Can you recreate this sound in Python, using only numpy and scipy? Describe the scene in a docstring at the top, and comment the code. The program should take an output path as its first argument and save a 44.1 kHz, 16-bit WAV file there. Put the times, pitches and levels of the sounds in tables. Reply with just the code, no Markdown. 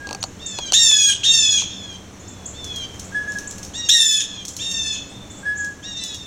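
"""A faint whistle and a quick run of camera clicks in the hand open this snowy yard; then blue jays jeer close by.
Jeers are falling stacks of harmonics that fray into noise; duller ones answer from the woods.
Jays also whistle softly in nearly pure tones, small birds chirp in rising tones, and noise bursts tick as dry leaves.
Decaying noise echoes make a wall and trees; coloured noise makes air, a low distant rumble and a far flock.
The camera's gain ducks under loud calls."""
import sys
import numpy as np
from scipy import signal
from scipy.fft import rfft, irfft, next_fast_len
from scipy.io import wavfile
from scipy.ndimage import uniform_filter1d, minimum_filter1d, map_coordinates

SR = 44100
rng = np.random.default_rng(int(sys.argv[2]) if len(sys.argv) > 2 else 0)


def int16_out(signal):
    """Quantize to a 16-bit WAV file."""
    q = np.round(np.clip(np.atleast_2d(signal).T, -1, 1) * 32767)
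    wavfile.write(sys.argv[1], SR, q.astype(np.int16))


N = 276066
TIME = np.arange(N) / SR


def amp(db):
    """Decibels to linear gain."""
    return 10 ** (np.asarray(db) / 20)


def unit(x):
    """Scale a sound to rms 1."""
    return x / np.sqrt(np.mean(x ** 2) + 1e-20)


def along(points, hz):
    """Read a curve of (Hz, value) points on a log frequency axis."""
    f, v = np.transpose(points)
    return np.interp(np.log(hz + 1), np.log(f), v)


def wobble(rate, size):
    """A smooth random curve with rate knots a second."""
    knots = rng.standard_normal(int(size * rate / SR) + 4)
    return map_coordinates(knots, [np.arange(size) * rate / SR])


def filtered(x, response):
    """Shape the spectrum of x by a response given as a function of Hz."""
    padded = next_fast_len(len(x) + 8192)
    spectrum = rfft(x, padded) * response(np.fft.rfftfreq(padded, 1 / SR))
    return irfft(spectrum, padded)[:len(x)]


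def noise(spectrum, size=N):
    """Coloured noise of rms 1."""
    return unit(filtered(rng.standard_normal(size), lambda hz: amp(along(spectrum, hz))))


def add(track, s, sound):
    """Mix a sound into the track at time s."""
    part = track[max(round(s * SR), 0):][:len(sound)]
    part += sound[:len(part)]


def gate(t, start, end, rise, fall):
    """Open from start and die away after end; rise and fall are time constants in seconds."""
    opening = 1 - np.exp(-np.maximum(t - start, 0) / rise)
    return opening * np.exp(-np.maximum(t - end, 0) / fall)


# How long the trees ring on in each band. Each row: frequency in Hz, time to fall 60 dB in seconds.
WOODS_DECAY = [(500, 0.25), (1700, 0.65), (3400, 0.64), (7000, 0.46), (14000, 0.056)]


def yard(x, near_db, woods_db, near_t60=0.67):
    """Add sparse scatter from the deck and wall, then the dense tail of the trees with its own decay per band."""
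    hz, t, z = signal.stft(rng.standard_normal(SR), SR, nperseg=256)
    decay = amp(-60 * t / along(WOODS_DECAY, hz)[:, None])
    tail = signal.istft(z * decay, SR, nperseg=256)[1]
    t = np.arange(len(tail)) / SR
    tail = tail * (1 - np.exp(-t / 0.008))  # the trees build up softly
    sparse = (rng.random(len(t)) < .02) * (t > .003)
    near = rng.standard_normal(len(t)) * sparse * amp(-60 * t / near_t60)
    echo = amp(near_db) * near / np.linalg.norm(near) + amp(woods_db) * tail / np.linalg.norm(tail)
    wet = x + signal.fftconvolve(x, echo)[:N]
    return wet / np.sqrt(1 + np.sum(echo ** 2))  # allow for the energy the echo adds


# Colour of the open air. Each row: frequency in Hz, relative level in dB.
AIR_TONE = [(20, -3), (36, -14.5), (60, -1), (85, 4.5), (150, -4), (200, -3), (400, -7), (1000, -14),
            (2000, -19), (4000, -22.5), (7000, -21), (10000, -36), (16000, -42)]
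# Bands of far traffic. Each row: centre in Hz, distance to 1/e of the peak gain in Hz, rms level in dB.
TRAFFIC_DRONE = [(92, 37, -51.5), (190.7, 17, -48.5), (289, 30.5, -52.5)]
# Colour of the far flock. Each row: frequency in Hz, relative level in dB.
FLOCK_TONE = [(4000, -35), (5500, 6), (6300, 16), (7300, -20), (8500, -9), (11000, -56)]


def background():
    """Noise shaped into open air, narrow low bands of far traffic and the swelling, blurred twitter of a flock."""
    out = amp(-40 + 1.38 * wobble(2.0, N)) * noise(AIR_TONE)
    for centre_hz, width_hz, db in TRAFFIC_DRONE:
        band = filtered(rng.standard_normal(N), lambda hz: np.exp(-((hz - centre_hz) / width_hz) ** 2))
        out += amp(db) * unit(band)
    swell_db = 2.5 * wobble(4, N) + 1.5 * wobble(25, N)
    return out + amp(-58.5 + swell_db) * noise(FLOCK_TONE)


# Spells of rummaging in the leaves. Each row: start in seconds, end in seconds, mean tick level in dB before trim.
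RUMMAGE_SPELLS = [(1.885, 1.95, -42), (2.92, 2.998, -41), (3.317, 3.395, -33), (3.603, 3.673, -29),
                  (4.422, 4.498, -27)]
RUMMAGE_PER_S = 60  # small ticks a second


def rummaging(scatter_db=3):
    """Small ticks at chance moments and levels within each spell."""
    ticks = []
    for start, end, db in RUMMAGE_SPELLS:
        for _ in range(round((end - start) * RUMMAGE_PER_S)):
            ticks.append((rng.uniform(start, end), db + rng.normal(0, scatter_db)))
    return ticks


# Loudest ticks in the leaves. Each row: start in seconds, level in dB before trim.
LOUD_TICKS = [(2.6433, -23.5), (2.7608, -23), (2.9963, -22), (3.3862, -21), (3.5098, -23), (3.582, -26),
              (4.566, -18), (4.7146, -21), (5.646, -26), (6.0378, -18.5), (6.145, -24)]
# Colour of a dry snap, shared with the camera's crack. Each row: frequency in Hz, relative level in dB.
SNAP_TONE = [(1200, -65), (2500, -14), (4000, -6.5), (6300, 6.5), (8500, -8), (11000, -15.5), (16000, -23)]


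def leaf_ticks(trim_db=-4.5):
    """Dry snaps of fast-decaying noise, each with a longer uneven crumble under it."""
    out, t = np.zeros(N), TIME[TIME < .1]
    for s, db in LOUD_TICKS + rummaging():
        snap = amp(-60 * t / 0.017)
        crumble = amp(-8 - 60 * t / 0.22 + 2.26 * wobble(410, len(t)))
        add(out, s, amp(db + trim_db) * (snap + crumble) * noise(SNAP_TONE, len(t)))
    return yard(out, near_db=-8, woods_db=-36.0)


RATCHET_START_S, RATCHET_STEP_S = .0712, .0193  # first click and even spacing
# first click before trim, growth per click, boost of the body knock
RATCHET_DB, RATCHET_GROWS_DB, RATCHET_KNOCK_DB = -20.5, 1.76, 7


def ratchet(count):
    """An even run of clicks, each a little firmer than the last."""
    clicks = []
    for k in range(count):
        start = RATCHET_START_S + k * RATCHET_STEP_S
        clicks.append((start, RATCHET_DB + k * RATCHET_GROWS_DB, RATCHET_KNOCK_DB))
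    return clicks


# Single camera clicks. Each row: start in seconds, level in dB before trim, boost of the low body knock in dB.
SINGLE_CLICKS = [(0.2286, -10, -7), (0.239, -11, 4), (.5875, -12.5, 7.5), (0.722, -2.5, -2.5),
                 (.914, -9.5, -3), (1.621, -18, 1)]
# Ringing modes of the plastic case. Each row: frequency in Hz, mean level in dB before the click's own level,
# time to fall 60 dB in seconds.
CASE_MODES = [(775, -7.5, 0.053), (1107, -6, 0.016), (2693, -1.5, 0.012), (4250, 10, 0.0045),
              (4570, -5, 0.039), (6130, 3, 0.0094), (6700, -20, 0.015), (8200, -10, 0.0174)]


def camera_clicks(trim_db=-9.5):
    """Each click cracks with noise and rings the plastic case; its knock sets how far the low modes join in."""
    out, t = np.zeros(N), TIME[TIME < .05]
    for s, db, knock_db in ratchet(count=5) + SINGLE_CLICKS:
        ring = np.zeros(len(t))
        for hz, mode_db, t60 in CASE_MODES:
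            level_db = mode_db + knock_db * (hz < 2000) + rng.normal(0, 3.4)  # no two clicks alike
            phase = 2 * np.pi * hz * t + 1.4 * wobble(524, len(t))
            ring += amp(level_db - 60 * t / t60) * np.sin(phase)
        crack = amp(-3 - 60 * t / 0.018) * noise(SNAP_TONE, len(t))
        attack = 1 - np.exp(-t / 0.000085)
        add(out, s, amp(db + trim_db) * (ring + crack) * attack)
    return out


# Small birds. Each row: start in seconds, length in seconds, top pitch in Hz, level in dB before trim.
SMALL_BIRDS = [(0.204, 0.027, 7260, -31.5), (0.46, 0.012, 7915, -19.5), (2.192, .025, 7510, -40),
               (2.277, 0.019, 7900, -33), (2.457, 0.0123, 7920, -22), (3.037, 0.021, 8200, -36),
               (3.273, 0.0444, 7500, -37), (3.473, 0.01, 8150, -22), (4.476, 0.022, 7966, -29),
               (5.075, 0.0469, 8740, -45), (5.299, 0.024, 8200, -35), (5.362, 0.036, 8400, -38.5),
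               (5.552, .028, 7600, -35.5), (5.573, .016, 7940, -25.5), (5.602, 0.014, 7520, -27)]
CHIRP_FROM_HZ, CHIRP_BEND = 5900, .7  # start pitch; a bend below 1 rises fastest at first


def chirps(trim_db=-0.5):
    """Thin upward flicks of a single tone that hang on in the trees."""
    out = np.zeros(N)
    for s, length, top_hz, db in SMALL_BIRDS:
        u = TIME[TIME < length] / length
        pitch = CHIRP_FROM_HZ + (top_hz - CHIRP_FROM_HZ) * u ** CHIRP_BEND + 60 * wobble(565, len(u))
        swell = np.sqrt(np.abs(np.sin(np.pi * u)))
        tone = np.sin(2 * np.pi * np.cumsum(pitch) / SR)
        add(out, s, amp(db + trim_db) * swell * tone)
    return yard(out, near_db=-17, woods_db=-3.5, near_t60=0.15)


# Whistled notes. Each row: start in seconds, length in seconds, pitch in Hz, level in dB before trim.
WHISTLE_NOTES = [(0, .14, 1636, -32), (3.145, 0.062, 1696, -19), (3.201, 0.045, 1688, -24),
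                 (3.269, 0.0708, 1683, -23.5), (3.355, 0.045, 1673, -24), (5.454, 0.094, 1687, -19.5),
                 (5.568, 0.15, 1670, -24.5)]
# Strength of the whistle's first five harmonics, each value a relative level in dB.
WHISTLE_HARMONICS = [1.5, -25.5, -28.5, -58, -31]
PAUSE_S = .4  # a start this long after the previous start opens a group
LEAD_S, LEAD_FLAT_HZ, LEAD_DB = .026, 69.8, -15  # a faint lead-in: how early, how flat, how much softer
WHISTLE_LEAN = 0.72  # below 1, a note swells faster than it fades


def whistles(echo_s=0.077, echo_db=-19, round_power=0.76, trim_db=1.5):
    """A jay's soft bell-like notes: nearly pure tones that swell and fade, with a late echo; lead-ins open groups."""
    out, notes = np.zeros(N), list(WHISTLE_NOTES)
    for before, (s, length, hz, db) in zip(WHISTLE_NOTES, WHISTLE_NOTES[1:]):
        if s - before[0] > PAUSE_S:
            notes.append((s - LEAD_S, 2 * LEAD_S, hz - LEAD_FLAT_HZ, db + LEAD_DB))
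    for s, length, hz, db in notes:
        u = TIME[TIME < length] / length
        phase = 2 * np.pi * np.cumsum(hz * (1 + 0.004241 * wobble(82, len(u)))) / SR
        tone = sum(amp(level) * np.sin(k * phase) for k, level in enumerate(WHISTLE_HARMONICS, 1))
        swell = np.abs(np.sin(np.pi * u ** WHISTLE_LEAN)) ** round_power
        note = amp(db + trim_db) * swell * tone
        add(out, s, note)
        add(out, s + echo_s, amp(echo_db) * note)
    return yard(out, near_db=-10, woods_db=-16.5)


# Resonance of the jay's throat. Each row: frequency in Hz, relative level in dB.
THROAT_TONE = [(900, -20.5), (1750, -12.5), (2600, -2.5), (3300, -2.5), (3750, -1.5), (4300, -5),
               (5300, -3), (6200, 3), (6800, 1.5), (7500, -7), (9300, -19.5), (12000, -32), (16000, -44)]


def jeer(t, pitch, bright_db, low_db, shrill_db, odd_db, rough, rasp_depth, carry_db,
         scoop=0.27, scoop_s=.011, rasp_s=0.0262, hoarse=0.38, flutter_db=3.5):
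    """A reedy stack of harmonics that scoops up out of a rasp and breaks up again as it ends."""
    size = len(t)
    rasp = np.exp(-t / rasp_s) + 0.87 * np.exp(-((t - t[-1]) / 0.029) ** 2)
    waver = .0018 * wobble(160, size) + .0015 * wobble(30, size)
    waver = waver + rasp_depth * rasp * wobble(900, size)
    pitch = pitch * (1 - scoop * np.exp(-t / scoop_s)) * (1 + waver)
    phase = 2 * np.pi * np.cumsum(pitch) / SR
    voice, power = np.zeros(size), np.zeros(size)
    for k in np.arange(2, 20):
        # every fourth harmonic carries the call; cycles differ in a pattern of four, adding weaker lines between
        pattern_db = odd_db * (k % 2 + .25 * (k % 4 == 2)) + carry_db * (k == 4)
        tilt_db = bright_db * abs(np.log2(k / 4)) + low_db * (k == 2)
        tilt_db = tilt_db + shrill_db * np.clip((k - 8) / 6, 0, 1)
        flutter = flutter_db * wobble(45.722, size)
        gain = amp(along(THROAT_TONE, k * pitch) + pattern_db + tilt_db + flutter)
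        # the upper harmonics fray into noise more than the low ones
        fray_depth = (rough + hoarse * rasp) * min(k / 7, 1) ** 2
        fray = wobble(800, size) * np.cos(k * phase) + wobble(800, size) * np.sin(k * phase)
        voice += gain * (np.sin(k * phase) + fray_depth * fray)
        power += gain ** 2 / 2
    return voice / np.sqrt(power) * (1 + .4 * rough * wobble(500, size))


# Answering jeers. Each row: start in seconds, end in seconds, top base pitch in Hz, end base pitch in Hz,
# level at the start in dB, swell by the end in dB, brightness in dB per octave either side of the fourth harmonic.
ANSWERING_JEERS = [(0.385, 0.704, 918, 775, -37, 8.5, -7.5), (1.667, 1.964, 907, 781, -38, 1.5, -10),
                   (2.201, 2.5, 892, 833, -51, -0.5, -9), (2.527, 2.852, 895.1, 781, -39.5, 11, -17),
                   (3.733, 4.078, 948, 854, -25.5, -6, -6), (4.104, 4.43, 921, 795, -49, 15, -10),
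                   (5.088, 5.412, 905, 867, -46, -3, -36), (5.824, 6.147, 946.7, 840.2, -29.5, -4.5, -8.5),
                   (5.951, 6.298, 999, 866, -33, -7.5, -9)]


def far_jays(odd_db=-9, carry_db=3, low_db=4):
    """Answers from the woods hold their top pitch briefly and slide down; distance dulls them."""
    out = np.zeros(N)
    for start, end, top_hz, end_hz, db, swell_db, bright_db in ANSWERING_JEERS:
        t = TIME[TIME < end - start + .03]
        u = t / (end - start)
        pitch = np.interp(u, [.2, 1], [top_hz, end_hz])
        level = amp(db + swell_db * u) * gate(t, 0, end - start, rise=0.022, fall=0.0056)
        call = jeer(t, pitch, bright_db, low_db=low_db, shrill_db=-9, odd_db=odd_db,
                    rough=.26, rasp_depth=.03, carry_db=carry_db)
        add(out, start, level * call)
    return yard(out, near_db=-8, woods_db=-14, near_t60=.15)


# Close jeers. 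Each row: start in seconds, length in seconds, top base pitch in Hz, resting base pitch in Hz,
# time to slide halfway in seconds, level in dB before drive, soft start in dB, sag in dB per second,
# brightness in dB per octave either side of the fourth harmonic, boost of the lowest harmonic in dB,
# boost of the top harmonics in dB, boost of the odd harmonics in dB, roughness from 0 to 1, woods echo in dB.
CLOSE_JEERS = [(.731, 0.37, 937.7, 813.7, 0.17, -13, -2, -5.5, -0.8, -2, 1, -12, 0.25, -15.5),
               (1.232, 0.35, 923, 812, 0.21, -15, -6.5, -16, -1, -6, -5.5, -9, 0.17, -12),
               (3.887, 0.31, 962, 859, .105, -10, -3, -29, -2, 0.5, 7.5, -14, 0.39, -16),
               (4.588, .35, 922, 827.3, 0.28, -28, -8, -5.5, -5, -0.5, 3, -7, 0.04, -7)]
SLIDE_STEEPNESS = 3.0  # how sharply a jeer leaves its top pitch
SWELL_S = 0.023  # time constant of a soft start
DROOP, DROOP_S = 0.029, .012  # share of the pitch lost as the voice gives out, and how quickly in seconds


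def close_jays(drive_db=4, wall_s=.034, wall_db=-10):
    """Loud jeers by the deck slide from top pitch toward rest and droop; the wall's late copy beats against each."""
    out = np.zeros(N)
    for (onset, length, top_hz, rest_hz, half_s, db, soft_db, sag_db,
         bright_db, low_db, shrill_db, odd_db, rough, woods_db) in CLOSE_JEERS:
        t = TIME[TIME < length + .035]
        pitch = rest_hz + (top_hz - rest_hz) / (1 + (t / half_s) ** SLIDE_STEEPNESS)
        pitch = pitch * (1 - DROOP / (1 + np.exp((length - t) / DROOP_S)))
        effort_db = db + drive_db + soft_db * np.exp(-t / SWELL_S) + sag_db * t
        level = amp(effort_db) * gate(t, 0, length, rise=0.0035, fall=0.032)
        call = level * jeer(t, pitch, bright_db, low_db, shrill_db, odd_db, rough,
                            rasp_depth=0.0903, carry_db=3.5)
        heard = np.zeros(N)
        add(heard, onset, call)
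        add(heard, onset + wall_s, amp(wall_db) * call)
        out += yard(heard, near_db=-10, woods_db=woods_db, near_t60=.12)
    return out


def scene():
    """Mix all layers, from the open air up to the close jays."""
    distant = background() + far_jays()
    small = leaf_ticks() + camera_clicks() + chirps()
    return (distant + small + whistles() + close_jays())[None]


TOP_HZ = 16100  # nothing passes above this


def record(dry, notch_hz=4830, width_hz=190, depth_db=20, limit_db=-11.5, hold_s=0.183):
    """The microphone has a narrow notch; the gain ducks under loud calls and the highest peaks are rounded off."""
    x = filtered(dry[0], lambda hz: amp(-depth_db / (1 + ((hz - notch_hz) / width_hz * 2) ** 2)))
    loudness = np.sqrt(np.abs(uniform_filter1d(x ** 2, size=2048)))
    needed_gain = amp(limit_db) / np.maximum(loudness, amp(limit_db))
    hold = int(hold_s * SR)
    held_gain = minimum_filter1d(needed_gain, hold, origin=(hold - 1) // 2)  # stays down for the hold time
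    x = x * uniform_filter1d(held_gain, size=1024)
    x = x / (1 + np.abs(x / .76) ** 8) ** (1 / 8)  # peaks bend toward a ceiling of 0.76
    return filtered(x, lambda hz: hz < TOP_HZ)[None]


dry = scene()
out = record(dry)
int16_out(out)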